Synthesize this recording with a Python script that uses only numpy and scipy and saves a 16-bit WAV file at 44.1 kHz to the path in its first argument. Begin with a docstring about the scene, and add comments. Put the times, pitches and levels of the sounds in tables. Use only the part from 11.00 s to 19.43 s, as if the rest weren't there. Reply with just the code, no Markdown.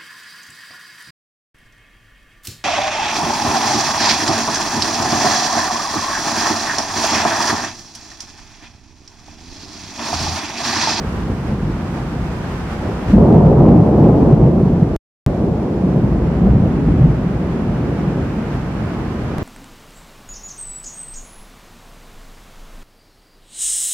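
"""Thunder in a night storm

A low rumble, a sudden clap that overloads the microphone, then a long roll on which peals swell and
fade: shock waves from the lightning channel, dulled by kilometres of air. Behind it lies a gusty wash
of distant rain and wind. The recorder's gain ducks at the clap and creeps back. The sound cuts out
once for a moment, with a click at each edge, and ticks once more near the end."""
import sys
import numpy as np
from scipy import signal
from scipy.fft import rfft, irfft
from scipy.io import wavfile
from scipy.ndimage import uniform_filter1d, minimum_filter1d

SR = 44100
rng = np.random.default_rng(int(sys.argv[2]) if len(sys.argv) > 2 else 0)


def wav_out(sig):
    """Save sig, one row per channel (or a flat mono array), as 16-bit PCM at SR to the path in sys.argv[1]."""
    wavfile.write(sys.argv[1], SR, np.round(np.clip(np.atleast_2d(sig).T, -1, 1) * 32767).astype(np.int16))


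N = 371763
TIME = np.arange(N) / SR
FREQS = np.maximum(np.arange(N // 2 + 1) * SR / N, 1)

# how alike left and right are: f/Hz, correlation
STEREO_LIKENESS = [(60, 0.98), (150, 1), (300, 0.96), (520, 0.87), (900, 0.71), (1500, 0.49), (2500, 0.035),
                   (4000, -0.085), (8000, -0.26), (12000, .6)]
# fader of the rain and wind between gusts: t/s, relative level/dB
WASH_FADER = [(0, -52), (0.65, -51.5), (1.6, -49), (2.05, -49), (2.3, -50.5), (3.1, -49), (4.5, -48.5),
              (5.3, -47), (6.5, -46.5), (8.4, -47)]
# gusts and lulls: t/s, lift/dB, half width/s
WASH_GUSTS = [(0.13, 3.5, 0.12), (0.49, 2.7, 0.042), (0.58, -1, 0.03), (0.97, 2, 0.045), (1.5, 1, 0.06),
              (1.725, 2.5, 0.031), (2.11, 3.8, 0.026), (4.5, -2.5, 0.079), (7.53, 1.3, 0.034),
              (7.82, 0.8, 0.055)]
# tone of the wash: f/Hz, relative level/dB
WASH_EQ = [(100, -2.5), (400, 14), (800, 16), (1200, 13), (1600, 9), (2000, 4.5), (2700, 0), (3700, -6.5),
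           (5200, -9), (7000, -14.5), (10000, -20), (13000, -23.5), (15500, -30)]
# side the wash comes from: f/Hz, left minus right/dB
WASH_PAN = [(300, -3), (1200, -2), (2200, -2.5), (4000, 0)]
# fine hiss of nearer drops: t/s, treble lift/dB
DROP_SPARKLE = [(0, 1), (2, -0.1), (4.5, 0.9), (5.5, -3), (8.4, -1.5)]
# tone of thunder after kilometres of air: f/Hz, relative level/dB
THUNDER_EQ = [(15, -33), (25, -16), (38, -5), (58, 5.5), (100, -4), (125, 1.5), (215, 0.5), (270, -6),
              (340, -8.5), (420, -11), (680, -17.5), (1000, -27.5), (1200, -36), (1400, -43.5), (2200, -68),
              (4000, -88)]
# fader of the thunder's deep bass: t/s, relative level/dB
BASS_FADER = [(0, -27), (0.9, -31), (1.7, -29), (2.05, -30), (2.11, -20), (2.8, -17.5), (3.05, -20.5),
              (3.45, -17), (3.8, -18.5), (4.3, -21), (4.7, -25.5), (5.05, -19), (5.7, -19), (6.2, -21.5),
              (7, -27.5), (8.4, -27)]
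# fader of its body, the roll under the peals: t/s, relative level/dB
BODY_FADER = [(0, -26), (0.78, -24), (1.7, -27.5), (2.06, -26), (2.125, -22), (2.15, -9.5), (2.9, -9.5),
              (3.72, -8), (3.97, -17.5), (4.7, -15), (5.1, -15), (5.8, -12.5), (6.2, -15.5), (7.0, -17),
              (7.5, -20.5), (8.4, -22.5)]
# fader of its growl, the rough upper edge: t/s, relative level/dB
GROWL_FADER = [(0, -35.5), (1.7, -35.5), (2.125, -29), (2.18, -12), (2.33, -10), (2.8, -11.5), (3.3, -12),
               (3.95, -18), (4.6, -17.5), (5.7, -22.5), (6.3, -24.5), (7.2, -25.5), (7.7, -30.5),
               (8.4, -29)]
# peals, one per lightning branch: t/s, length/s, body lift/dB, bass lift/dB, growl lift/dB
BRANCH_PEALS = [(0.17, 0.06, 0.5, 2, -2), (0.27, 0.054, 3, 4, 5), (0.497, 0.033, 3, 4, 8.5),
                (0.603, 0.098, 3.5, 5.5, 1), (0.91, 0.07, -0.5, 0.5, 1), (1.13, 0.12, 2, 4, 0),
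                (1.828, 0.088, 2, 2, 6), (2.084, 0.011, 6.5, 3, -4), (2.13, 0.083, 4, 6, -0.5),
                (2.327, 0.071, 4.5, -1.5, -2), (2.438, 0.059, 5, 5.5, 1), (2.574, 0.23, 6, 3, 1.5),
                (2.98, 0.11, 5, 2, 2.5), (3.211, 0.075, 1, 2, 1.5), (3.408, 0.075, 5.5, 6, 3),
                (3.535, 0.069, 1, -3, 0.5), (4.248, 0.03, 6, 4, 3), (4.405, 0.11, 5.5, 4.5, 1.5),
                (4.816, 0.096, 4.5, -0.5, -0.5), (4.928, 0.071, 5.5, 0, 0.5), (5.023, 0.023, 4, 6, 1.5),
                (5.106, 0.046, 3.5, 4.5, 0.5), (5.195, 0.09, 1, 4, -2), (5.421, 0.073, 6, 9, 5.5),
                (5.506, 0.06, 4, 5.5, 3), (5.59, 0.064, 4, 0, 3), (5.868, 0.083, 1.5, 7.5, 2.5),
                (5.994, 0.071, 9.5, 8, 3.5), (6.68, 0.032, -1, 3, 3), (6.77, 0.059, 1.5, 2, 0.5),
                (6.893, 0.026, 1, 2, 4.5), (6.99, 0.094, 1, 2, 1.5), (7.153, 0.04, 3, 6, 1),
                (7.538, 0.023, 2.5, 4.5, 1), (7.789, 0.05, 3.5, -3, 2.5)]
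# strong shocks that stand out of the roll: t/s, dry peak level/dB, f/Hz, half width/s
SHOCK_BOOMS = [(0.335, -13, 170, 0.0034), (0.522, -8.5, 169, 0.0035), (0.535, -10.5, 174, 0.0065),
               (0.655, -13.5, 138, 0.0077), (2.142, 5, 206, 0.0076), (2.17, 0, 177, 0.0049),
               (2.186, 0, 210, 0.005), (2.229, 1.5, 170, 0.0099), (2.29, 2.5, 196, 0.0045),
               (2.33, 2, 204, 0.0056), (2.364, 5, 183, 0.0042), (2.464, 3.5, 165, 0.0074),
               (2.611, 5.5, 150, 0.0085), (2.663, 5, 194, 0.0047), (2.722, 4.5, 183, 0.0059),
               (2.786, 5.5, 165, 0.005), (2.823, 4, 152, 0.0057), (3.011, 6, 152, 0.0048),
               (3.05, 4, 190, 0.007), (3.131, 1, 149, 0.0078), (3.229, 4, 224, 0.0038),
               (3.335, 7.5, 144, 0.0092), (3.436, 5.5, 137, 0.0089), (3.479, 2, 150, 0.011),
               (3.634, 4.5, 166, 0.0053), (3.676, 3, 147, 0.008), (3.702, 2.5, 208, 0.0024),
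               (3.737, 0, 151, 0.0064), (3.78, 2.5, 213, 0.0016), (3.829, 8, 158, 0.0064),
               (4.269, 1.5, 130, 0.0089), (4.443, 1.5, 170, 0.0051), (4.848, 1.5, 169, 0.0046),
               (4.972, 2.5, 167, 0.0039), (5.044, 3, 145, 0.0043), (5.289, -2, 160, 0.009),
               (5.421, 1.5, 175, 0.0046), (5.443, 0, 197, 0.01), (5.47, 0, 199, 0.018),
               (5.514, 0, 125, 0.006), (5.556, 3.5, 135, 0.005), (5.568, 3.5, 172, 0.0044),
               (5.626, -0.5, 192, 0.006), (5.877, 0.5, 185, 0.005), (5.923, -2.5, 170, 0.0077),
               (6.016, 3.5, 137, 0.009), (6.048, 4.5, 151, 0.015), (6.104, 0.5, 142, 0.0061),
               (6.271, -3, 171, 0.0084), (6.696, -5, 186, 0.0065), (7.081, -4.5, 168, 0.0094),
               (7.196, -5, 219, 0.0036), (7.39, -9, 218, 0.01), (7.848, -8.5, 142, 0.0072)]
# sharp clicks: t/s, step level/dB
CLICK_HITS = [(3.963, -17.5), (4.2634, -9.5), (8.3836, -15)]

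WASH_TRIM_DB, BASS_TRIM_DB, BODY_TRIM_DB, GROWL_TRIM_DB = 2, 0.55, 0.45, -1.5
BASS_EDGE_HZ, GROWL_EDGE_HZ, TEAR_EDGE_HZ = 102.5, 344.4, 1130
STEEPENING_DB_PER_DB, STEEPENING_FROM_DB = 0.25, -18
PEAL_ATTACK_S, PEAL_RELEASE_S, BASS_RELEASE_S = 0.039, 0.026, 0.1


def from_db(db):
    """Decibels to gain."""
    return 10 ** (np.asarray(db) / 20)


def over_time(points):
    """An automation curve read at every sample."""
    return np.interp(TIME, *np.transpose(points))


def over_hz(points):
    """A curve read at every frequency, on a log axis."""
    hz, value = np.transpose(points)
    return np.interp(np.log(FREQS), np.log(hz), value)


def below(edge_hz, order=6):
    """Low half of a crossover whose two halves add up in power."""
    return 1 / np.sqrt(1 + (FREQS / edge_hz) ** (2 * order))


def above(edge_hz):
    """High half of the same crossover."""
    return np.sqrt(1 - below(edge_hz) ** 2)


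def smoothed(x, span_s, mode="reflect"):
    """Rounds off a control signal with two moving averages."""
    size = int(span_s * SR)
    return uniform_filter1d(uniform_filter1d(x, size, mode=mode), size, mode=mode)


def wavering(span_s):
    """A slow random wobble with a spread of 1."""
    slow = smoothed(rng.standard_normal(N), span_s, mode="wrap")
    return slow / slow.std()


def evened(x, span_s):
    """Holds the running rms at 1 and keeps the faster flutter."""
    power = smoothed(x.mean(0) ** 2, span_s)
    return x / np.sqrt(np.maximum(power, 1e-20))


def arrivals(per_s, spread_db):
    """Two trains of randomly timed pulses of uneven size and either sign."""
    hits = rng.random((2, N)) < per_s / SR
    signs = rng.choice([-1, 1], (2, N))
    return hits * signs * from_db(spread_db * rng.standard_normal((2, N)))


def at_microphones(pair, eq):
    """Colours two unrelated signals into left and right: long waves reach both microphones alike."""
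    alike = np.clip(over_hz(STEREO_LIKENESS), -.99, .998)
    mid, side = rfft(pair) * eq
    side = side * np.sqrt((1 - alike) / (1 + alike))
    return irfft(np.array([mid + side, mid - side]), N)


def wash(flutter_db):
    """Countless far drops and rustling leaves merge into a soft, wide hiss that swells in gusts."""
    gusts_db = sum(db * np.exp(-((TIME - t) / width_s) ** 2) for t, db, width_s in WASH_GUSTS)
    level_db = over_time(WASH_FADER) + gusts_db + flutter_db * wavering(span_s=0.042)
    drops = arrivals(per_s=14000, spread_db=2.5)
    patter = at_microphones(drops, from_db(over_hz(WASH_EQ)))
    panned = rfft(patter) * from_db(over_hz(WASH_PAN) * [[.5], [-.5]])
    sparkle = irfft(panned * above(edge_hz=3900), N)
    hiss = irfft(panned, N) + sparkle * (from_db(over_time(DROP_SPARKLE)) - 1)
    # the fader sets the level of the treble, where the thunder does not reach
    treble = irfft(panned * above(edge_hz=2500), N)
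    return hiss / treble.mean(0).std() * from_db(level_db + WASH_TRIM_DB)


def thunder():
    """Every kink of the lightning channel sends a shock; they overlap into a roll, dulled by the air."""
    body_lift, _, growl_lift = peal_lifts(PEAL_RELEASE_S)
    _, bass_lift, _ = peal_lifts(BASS_RELEASE_S)  # the bass of a peal lingers
    bass_db = over_time(BASS_FADER) + bass_lift
    body_db = over_time(BODY_FADER) + body_lift
    growl_db = over_time(GROWL_FADER) + growl_lift
    shocks = arrivals(per_s=2400, spread_db=2.0)
    air = from_db(over_hz(THUNDER_EQ))
    bass = evened(at_microphones(shocks, air * below(BASS_EDGE_HZ)), span_s=0.16)
    body = evened(at_microphones(shocks, air * above(BASS_EDGE_HZ) * below(GROWL_EDGE_HZ)), span_s=0.034)
    # the nearer parts of the channel keep more of their upper range
    growl = evened(at_microphones(shocks, air * above(GROWL_EDGE_HZ)), span_s=0.35)
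    # strong shocks have steeper fronts, so a loud growl tears at the top
    tear = irfft(rfft(growl) * above(TEAR_EDGE_HZ), N)
    tear_db = STEEPENING_DB_PER_DB * np.maximum(growl_db - STEEPENING_FROM_DB, 0)
    growl = growl + tear * (from_db(tear_db) - 1)
    booming = with_booms(body * from_db(body_db + BODY_TRIM_DB))
    return bass * from_db(bass_db + BASS_TRIM_DB) + booming + growl * from_db(growl_db + GROWL_TRIM_DB)


def peal_lifts(release_s):
    """Each branch's peal rises quickly, holds and fades: its lift in dB for body, bass and growl."""
    lifts = np.zeros((3, N))
    for t, length_s, *lift_db in BRANCH_PEALS:
        corners = [t - PEAL_ATTACK_S / 2, t + PEAL_ATTACK_S / 2, t + length_s, t + length_s + release_s]
        during = slice(*np.searchsorted(TIME, [corners[0], corners[-1]]))
        envelope = np.interp(TIME[during], corners, [0, 1, 1, 0])
        lifts[:, during] = np.maximum(lifts[:, during], np.outer(lift_db, envelope))
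    return lifts


def with_booms(roll):
    """A strong shock, rounded to a few swings of pressure, briefly takes over from the roll."""
    out = roll.copy()
    for t, peak_db, hz, width_s in SHOCK_BOOMS:
        near = slice(*np.searchsorted(TIME, [t - .05, t + .05]))
        offset_s = TIME[near] - t
        swell = np.exp(-(offset_s / width_s) ** 2)
        swings = np.sin(2 * np.pi * hz * offset_s + rng.uniform(0, 2 * np.pi))
        out[:, near] = out[:, near] * (1 - swell) + from_db(peak_db) * swell * swings
    return out


def gain_control(x, threshold_db, window_s, attack_s, recovery_db_per_s):
    """The recorder ducks quickly when the level passes the threshold, then creeps back up."""
    power = uniform_filter1d(x.mean(0) ** 2, int(window_s * SR))
    excess_db = np.maximum(10 * np.log10(np.maximum(power, 1e-12)) - threshold_db, 0)
    creep_db = recovery_db_per_s * TIME
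    held_db = np.maximum.accumulate(excess_db + creep_db) - creep_db
    pole = np.exp(-1 / (attack_s * SR))
    duck_db = signal.lfilter([1 - pole], [1, -pole], held_db)
    return x * from_db(-duck_db)


def limiter(x, span_s, overshoot_db):
    """Rides the gain round the loudest swings; the tips that overshoot clip and crackle faintly."""
    safe_gain = 1 / np.maximum(np.abs(x).max(0) / from_db(overshoot_db), 1)
    held_gain = minimum_filter1d(safe_gain, 2 * int(span_s * SR))
    return np.clip(x * smoothed(held_gain, span_s), -1, 1)


def dropout(x, from_s, to_s):
    """The sound cuts out for a moment, with a very short fade at each edge."""
    gate = 1.0 * ((TIME < from_s) | (TIME > to_s))
    return x * uniform_filter1d(gate, size=40)


def clicks(decay_s):
    """Each click is a step in the signal that relaxes quickly."""
    return sum(from_db(db) * (TIME >= t) * np.exp(-np.abs(TIME - t) / decay_s) for t, db in CLICK_HITS)


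def scene():
    """Thunder over a bed of distant rain and wind."""
    return thunder() + wash(flutter_db=0.4)


def record(dry):
    """The gain ducks, the loudest swings still overload, the sound drops out once, and the top is cut."""
    ducked = gain_control(dry, threshold_db=-5, window_s=0.026, attack_s=0.033, recovery_db_per_s=0.88)
    limited = limiter(ducked, span_s=0.0007, overshoot_db=0.7)
    broken = dropout(limited, from_s=3.9633, to_s=4.2633) + clicks(decay_s=0.0032)
    high_cut = signal.ellip(10, .1, 80, 15200, fs=SR, output="sos")  # brick wall at 15.2 kHz
    return signal.sosfilt(high_cut, broken)


dry = scene()
out = record(dry)
wav_out(out)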